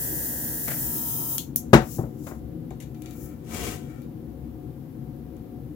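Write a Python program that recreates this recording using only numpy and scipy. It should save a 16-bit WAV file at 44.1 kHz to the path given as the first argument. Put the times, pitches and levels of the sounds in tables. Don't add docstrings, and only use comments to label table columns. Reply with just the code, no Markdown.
import sys
import numpy as np
from scipy import signal
from scipy.fft import rfft, irfft, next_fast_len
from scipy.io import wavfile
from scipy.ndimage import map_coordinates

SR = 44100
rng = np.random.default_rng(int(sys.argv[2]) if len(sys.argv) > 2 else 0)


def transcribe(u):
    v = np.clip(np.atleast_2d(u).T, -1, 1)
    q = np.round(v * 32767).astype(np.int16)
    wavfile.write(sys.argv[1], SR, q)


N = 253575

# frequency in Hz, left-right likeness.
CLOSE_LIKENESS = [(60, 1), (240, 0.27), (950, 0.61), (3770, -0.86), (15000, 0.09)]
ROOM_LIKENESS = [(60, 1), (220, 1), (400, 0.52), (730, 0.58), (1100, 0.016), (15000, .02)]
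# frequency in Hz, time to fall 60 dB in seconds.
ROOM_DECAY = [(100, 0.22), (600, 0.23), (2000, 0.22), (7000, 0.23), (15000, 0.12)]
# frequency in Hz, relative level in dB.
HISS_OVER_PAPER = [(1350, -63), (2300, -41.5), (2390, -22.5), (3100, -27.5), (3470, -24), (4560, -20.5),
                   (4870, -14), (5720, -14.5), (6560, -9), (9430, -7), (11600, 0), (12500, -2), (15200, 4),
                   (15800, -10)]
HISS_ASIDE = [(1350, -69.5), (2300, -35), (2880, -25), (2980, -33.5), (3120, -18), (3550, -24),
              (4080, -20.5), (4530, -44), (4870, -15), (5450, -15.5), (9430, -10), (12000, 0),
              (13100, -2.5), (15200, 6.5), (15800, -4)]
# frequency in Hz, left over right in dB.
BODY_SHADE = [(2300, -5), (3500, 13), (4900, -0.5), (6000, 8.5), (9000, -1.5), (15000, -1)]
# lag in seconds, gain.
NEAR_REFLECTIONS = [(.00062, .25), (.0023, .3), (.0052, .3)]
# frequency in Hz, relative level in dB.
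BUZZ_OVER_PAPER = [(310, -56), (540, -58), (700, -64.5), (850, -63.5), (1080, -80), (1250, -83),
                   (1545, -64.5), (1700, -57.5), (1780, -63), (1930, -60), (2200, -86.5), (3500, -76)]
BUZZ_ASIDE = [(310, -50), (540, -73), (700, -61.5), (850, -75.5), (926, -54), (1000, -68.5), (1235, -70.5),
              (1313, -62), (1400, -76.5), (1750, -87.5), (2400, -86), (2930, -93), (3090, -63.5),
              (3600, -140)]
# frequency in Hz, left over right in dB.
PUMP_BALANCE = [(300, 4), (600, 12), (950, 13), (1700, 20.5), (3100, 11)]
ROOM_BALANCE = [(60, 11), (220, 5.5), (900, 8), (2500, 4.5), (15000, 0.5)]
TABLE_BALANCE = [(130, 5.5), (500, 6), (1100, 9.5), (2000, 11), (5000, 13.5), (14000, 2)]
# frequency in Hz, relative level in dB.
RUMBLE_COLOUR = [(15, -56.5), (25, -17), (58, -17.5), (139, -0.5), (195, -16), (236, -3.5), (345, -13.5),
                 (380, -13), (408, -26), (482, -19), (598, -33), (741, -27.5), (875, -33), (7500, -61.5),
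                 (9750, -94), (16500, -120)]
MIC_COLOUR = [(3000, -6), (8500, -11), (10000, -6), (12000, -0.5), (15600, 0.5), (16000, -14.5)]
SPUTTER_COLOUR = [(300, -18), (600, 4.5), (1100, -9.5), (1600, 2), (2050, 3), (2500, -8.5), (4000, -13),
                  (7000, -12)]
CLICK_COLOUR = [(2000, 2.5), (3200, -6.5), (4800, -14), (6400, -1.5), (7600, -4.5), (8800, -9), (11000, 1),
                (15000, -0.5)]
CRACK_COLOUR = [(60, -21), (150, 1.5), (350, -0.5), (700, -4), (1200, -7), (2000, -12), (2600, -17.5),
                (4500, -26.5), (7300, -25.5), (8600, -32.5), (15800, -24)]
SKIN_COLOUR = [(2000, -21), (4300, -13), (5300, -5.5), (7400, 1.5), (8500, -9), (11000, 0), (14000, -0.5),
               (15800, 2.5)]
SCRAPE_COLOUR = [(90, 1), (150, -7), (280, -14), (400, -1.5), (560, -12), (720, -16.5), (1100, -15.5),
                 (1500, -35), (1900, -15), (2400, -19.5), (3200, -20.5), (4500, -23.5), (7200, -17),
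                 (8400, -21.5), (15500, -23.5)]
# centre in Hz, width in Hz, relative level in dB.
DUCT_MODES = [(65, 12.5, 1.5), (116.5, 5.1, -4), (135.1, 12.3, -4.5), (165.6, 16, -1), (230.3, 27, -1),
              (292.6, 22, -4.5), (313, 23.4, -0.5), (379.7, 6.5, -5), (472.7, 66, -14.5), (536, 29, -14),
              (727.1, 7.1, -10)]
VALVE_MODES = [(3300, 750, -1), (4260, 500, -1), (6450, 480, -4.5), (7100, 460, -7)]
METAL_MODES = [(2370, 130, 3), (2900, 93, -0.5), (3730, 490, -1.5), (4480, 360, -3.5)]
HARDBOARD_MODES = [(719, 34, 5), (1260, 41, -2), (1543, 79, 1), (2300, 96, 1.5), (2810, 230, -1),
                   (3257, 23, -2.5), (3590, 30, -11)]
STEEL_MODES = [(1340, 160, 5), (1820, 160, -1), (2280, 130, 0), (2780, 260, -13), (3350, 300, -17)]
# start in seconds, snap level in dB, snap low cut in Hz,
# ring level in dB, ring low cut in Hz, the snap's left over right in dB.
CONTROL_SNAPS = [(1.3820, -9, 4540, -41, 3600, 6), (1.5600, 1, 12160, -18, 5260, 6)]
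# start in seconds, ring level in dB, crack level in dB,
# high cut in Hz, attack in seconds.
TABLE_BLOWS = [(1.7314, -11, -4.5, 9350, 0.00091), (1.7357, -23, -8, 9100, 0.00026),
               (1.7401, -9.5, -12.5, 9100, 0.00055), (1.753, -31.5, -27, 5000, 0.00048),
               (1.982, -34, -30, 710, .0015), (1.99, -23, -27, 503, 0.00067), (2.008, -34, -32, 600, .003),
               (2.032, -35, -27, 560, 0.005), (2.266, -42, -31.5, 1890, 0.0041),
               (2.31, -35, -33, 1580, 0.0045), (2.708, -35, -37, 660, 0.0007)]
# frequency in Hz, relative level in dB, time to fall 60 dB in seconds.
TABLE_MODES = [(54.4, -10, 0.24), (140.3, 7.5, 0.079), (170, -5, 0.09), (219.6, -5.5, 0.13),
               (334, -1, 0.11), (387, 0, 0.045), (486, -22, 0.048), (511, -14, 0.069), (530, -11, .07),
               (746, -6.5, 0.15), (860, -24, 0.052), (1031, -20, 0.065), (1070, -27, .06),
               (1230, -15.5, 0.072), (1360, -18.5, .08), (1570, -20.5, 0.16), (1820, -14, 0.13),
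               (1940, -16.5, 0.14), (2440, -36, .09)]
# peak time in seconds, level in dB, rise in dB per second, tilt in dB per octave.
HAND_STROKES = [(1.95, -38.5, 114, 0), (2.282, -47.5, 151, -1.5), (3.244, -45.5, 78, 2.5)]
# start in seconds, level in dB, high cut in Hz, time to fall 60 dB in seconds.
HANDLING_TICKS = [(2.268, -36.5, 6000, 0.042), (2.706, -38.5, 8000, 0.029), (2.802, -36.5, 10100, 0.086),
                  (2.823, -39.5, 10100, .08), (2.946, -42.5, 5900, 0.025), (3.021, -36, 13800, 0.017),
                  (3.059, -32, 7000, 0.025), (3.109, -37.5, 10000, 0.025), (3.768, -47, 7000, .02),
                  (4.019, -40, 14000, 0.01), (5.367, -48.5, 11000, 0.016)]
# start in seconds, hold in seconds,
# board level in dB, steel level in dB.
CLIPBOARD_MOVES = [(3.054, 0.28, -65, -65.5), (3.546, 0.18, -36, -51.5), (3.887, 0.094, -61, -60.5)]


def amp(db):
    return 10 ** (np.asarray(db) / 20)


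def unit(x):
    return x / np.sqrt(np.mean(x ** 2) + 1e-20)


def along(points, hz):
    freqs, values = np.transpose(points)
    return np.interp(np.log(hz + 1), np.log(freqs + 1), values)


def wobble(rate):
    return map_coordinates(rng.standard_normal(int(N * rate / SR) + 4), [np.arange(N) * rate / SR])


def swell(s, hold, rise, fall):
    t = np.arange(N) / SR
    return amp(-rise * np.maximum(s - t, 0) - fall * np.maximum(t - s - hold, 0))


def filtered(x, response):
    n = x.shape[-1]
    padded = next_fast_len(n + 8192)
    return irfft(rfft(x, padded) * response(np.fft.rfftfreq(padded, 1 / SR)), padded)[..., :n]


def shape(spectrum):
    return lambda hz: amp(along(spectrum, hz)) * np.minimum(hz / spectrum[0][0], 1) ** 2


def resonances(modes):
    return lambda hz: np.sqrt(sum(amp(db) ** 2 / (1 + (2 * (hz - centre) / width) ** 2) ** 2
                                  for centre, width, db in modes))


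def sides(pan_db):
    gains = amp(np.array([[.5], [-.5]]) * pan_db)
    return gains / gains.mean(axis=0)


def rush(colour, likeness=CLOSE_LIKENESS):
    def mid_side(hz):
        angle = np.arccos(np.clip(along(likeness, hz), 0, 1)) / 2
        return colour(hz) * np.array([np.cos(angle), np.sin(angle)])
    mid, side = filtered(rng.standard_normal((2, N)), mid_side)
    return np.array([mid + side, mid - side]) / mid.std()


def add(track, s, sound):
    part = track[..., round(s * SR):][..., :sound.shape[-1]]
    part += sound[..., :part.shape[-1]]


def swing(middle_s=0.91, length_s=0.74, before=0.19, after=0.9):
    done = .5 + .5 * np.tanh(4 * (np.arange(N) / SR - middle_s) / length_s)
    return before + (after - before) * done


def jet(level_db=-33, aside_boost_db=2.1, flutter_db=.6, shut_s=1.36, fade_t60=0.24):
    t, aside = np.arange(N) / SR, swing()
    air = np.sqrt(1 - aside) * rush(shape(HISS_OVER_PAPER)) + np.sqrt(aside) * rush(shape(HISS_ASIDE))
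    air = filtered(air, lambda hz: sides(along(BODY_SHADE, hz)))
    echoes = np.zeros((2, N))
    for port in range(2):
        for lag, gain in NEAR_REFLECTIONS:
            sway_s = .00018 * aside + .00002 * wobble(3.6)
            echoes[port] += gain * np.interp(t - lag - sway_s, t, air[port])
    valve = swell(0, shut_s, rise=0, fall=60 / fade_t60)
    level = amp(level_db + aside_boost_db * aside + flutter_db * wobble(19.6))
    return (air + echoes) * valve * level * sides(pan_db=1.4 + 4 * aside)


def pump(stroke_hz=77.22, level_db=2, rough_db=-6, stop_s=1.357):
    t, aside = np.arange(N) / SR, swing()
    dip_db = 5 * np.exp(-((t - 0.666) / 0.057) ** 2)
    level = amp(level_db - dip_db) * swell(0, stop_s, rise=0, fall=226)
    phase = 2 * np.pi * np.cumsum(stroke_hz * (1 + 0.0011 * wobble(9.55))) / SR
    buzz = np.zeros(N)
    for k in range(4, 47):
        over = amp(along(BUZZ_OVER_PAPER, k * stroke_hz))
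        turned = amp(along(BUZZ_ASIDE, k * stroke_hz))
        overtone = np.sqrt(2) * np.sin(k * phase + rng.uniform(0, 2 * np.pi))
        buzz += (over + (turned - over) * aside) * overtone
    breath = sum(share * rush(shape(tones)) * np.linalg.norm(amp(np.array(tones)[:, 1]))
                 for share, tones in [(1 - aside, BUZZ_OVER_PAPER), (aside, BUZZ_ASIDE)])
    puffs = amp(rough_db) * breath * (1 + np.cos(phase))
    return filtered(level * (buzz + puffs), lambda hz: sides(along(PUMP_BALANCE, hz)))


def ventilation(rumble_db=-40, duct_db=-42, waver_db=1.7, hiss_db=-67):
    rumble = amp(rumble_db) * rush(shape(RUMBLE_COLOUR), ROOM_LIKENESS)
    duct = amp(duct_db + waver_db * wobble(5.29)) * rush(resonances(DUCT_MODES), ROOM_LIKENESS)
    hiss = amp(hiss_db) * rush(shape(MIC_COLOUR), ROOM_LIKENESS)
    return filtered(rumble + duct + hiss, lambda hz: sides(along(ROOM_BALANCE, hz)))


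def sputter(start_s=0.6825, level_db=-38.5):
    level = amp(level_db + 2.2 * wobble(88.3)) * swell(start_s, hold=0.032, rise=919, fall=265)
    return level * rush(shape(SPUTTER_COLOUR)) * sides(pan_db=9)


def valve_puff(level_db=-38):
    release_s = CONTROL_SNAPS[0][0]
    level = amp(level_db) * swell(release_s, hold=0, rise=5000, fall=338)
    return level * rush(resonances(VALVE_MODES)) * sides(pan_db=10)


def click(low_hz, bright_hz, t60, wet_db=-5):
    def band(hz):
        low_cut = (hz / low_hz) ** 4 / np.hypot(1, (hz / low_hz) ** 4)
        return amp(along(CLICK_COLOUR, hz)) * low_cut / np.hypot(1, (hz / bright_hz) ** 3)
    t = np.arange(SR // 2) / SR
    snap = rng.standard_normal((2, len(t))) * amp(-60 * t / t60)
    return filtered(snap + amp(wet_db) * np.linalg.norm(snap[0]) * room_tail(), band)


def room_tail(build_s=0.006):
    n = SR // 2
    hz, t, noise = signal.stft(rng.standard_normal((2, n)), SR, nperseg=256)
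    alike = np.clip(along(ROOM_LIKENESS, hz), 0, 1)[:, None]
    noise[1] = alike * noise[0] + np.sqrt(1 - alike ** 2) * noise[1]
    decay = amp(-60 * t / along(ROOM_DECAY, hz)[:, None])
    tail = signal.istft(noise * decay, SR, nperseg=256)[1][:, :n]
    tail *= 1 - np.exp(-np.arange(n) / SR / build_s)
    return tail / np.linalg.norm(tail[0])


def trigger_and_switch():
    out = np.zeros((2, N))
    for s, snap_db, snap_hz, ring_db, ring_hz, pan_db in CONTROL_SNAPS:
        add(out, s, amp(snap_db) * click(snap_hz, bright_hz=17900, t60=0.011) * sides(pan_db))
        add(out, s, amp(ring_db) * click(ring_hz, bright_hz=7100, t60=.14))
    return out


def knocks(crack_t60=0.11, wet_db=-11):
    out, t = np.zeros((2, N)), np.arange(SR // 2) / SR
    for s, ring_db, crack_db, bright_hz, attack_s in TABLE_BLOWS:
        contact = lambda hz: 1 / np.hypot(1, (hz / bright_hz) ** 2)
        ring = np.zeros(len(t))
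        for k, (hz, db, t60) in enumerate(TABLE_MODES):
            decay = amp(db + rng.normal(0, 1) - 60 * t / t60)
            ring += (-1) ** k * contact(hz) * decay * np.sin(2 * np.pi * hz * t)
        crack = filtered(rng.standard_normal(len(t)), lambda hz: shape(CRACK_COLOUR)(hz) * contact(hz))
        blow = amp(ring_db) * ring + amp(crack_db - 60 * t / crack_t60) * unit(crack)
        blow *= 1 - np.exp(-t / attack_s)
        add(out, s, blow)
        add(out, s, amp(wet_db) * signal.fftconvolve(blow[None], room_tail(), axes=1))
    return filtered(out, table_to_ports)


def table_to_ports(hz, lead_s=0.000196):
    return sides(along(TABLE_BALANCE, hz)) * np.exp(1j * np.pi * hz * lead_s * np.array([[1], [-1]]))


def hand():
    strokes = np.zeros((2, N))
    for s, db, rise, tilt_db in HAND_STROKES:
        skin = rush(lambda hz: shape(SKIN_COLOUR)(hz) * amp(tilt_db * np.log2(1 + hz)))
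        strokes += amp(db) * swell(s, hold=0, rise=rise, fall=191) * skin
    grain = amp(1.1 * wobble(93))
    return strokes * grain * sides(pan_db=9.5)


def ticks(low_hz=2120, metal_db=-26.5):
    out, ringing = np.zeros((2, N)), np.zeros(N)
    for s, db, bright_hz, t60 in HANDLING_TICKS:
        add(out, s, amp(db) * click(low_hz, bright_hz, t60))
        ringing += amp(db + metal_db) * swell(s, hold=0, rise=9000, fall=251)
    return (out + ringing * rush(resonances(METAL_MODES))) * sides(pan_db=8.5)


def clipboard(wood_db=-7):
    grit = unit(amp(1.4 * wobble(45) + 1.3 * wobble(700)))
    scrape = rush(shape(SCRAPE_COLOUR))
    wood = amp(wood_db) * rubbed(HARDBOARD_MODES, shift_db=1.5)
    board = grit * (scrape + wood) * sides(pan_db=7.5)
    steel = rubbed(STEEL_MODES, shift_db=-1) * sides(pan_db=11.5)
    return sum(swell(s, hold, rise=262, fall=215) * (amp(board_db) * board + amp(steel_db) * steel)
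               for s, hold, board_db, steel_db in CLIPBOARD_MOVES)


def rubbed(modes, shift_db):
    return unit(sum(amp(db + shift_db * wobble(30)) * rush(resonances([(hz, width, 0)]))
                    for hz, width, db in modes))


def scene():
    return (jet() + pump() + ventilation() + sputter() + valve_puff() + trigger_and_switch()
            + knocks() + hand() + ticks() + clipboard())


def record(dry):
    top_hz, low_cut_hz = 15980, 34
    band_limit = lambda hz: 1 / np.hypot(1, (hz / top_hz) ** 150)
    low_cut = signal.butter(2, low_cut_hz, "highpass", fs=SR, output="sos")
    heard = signal.sosfilt(low_cut, filtered(dry, band_limit))
    return filtered(np.clip(heard, -1, 1), band_limit)


dry = scene()
out = record(dry)
transcribe(out)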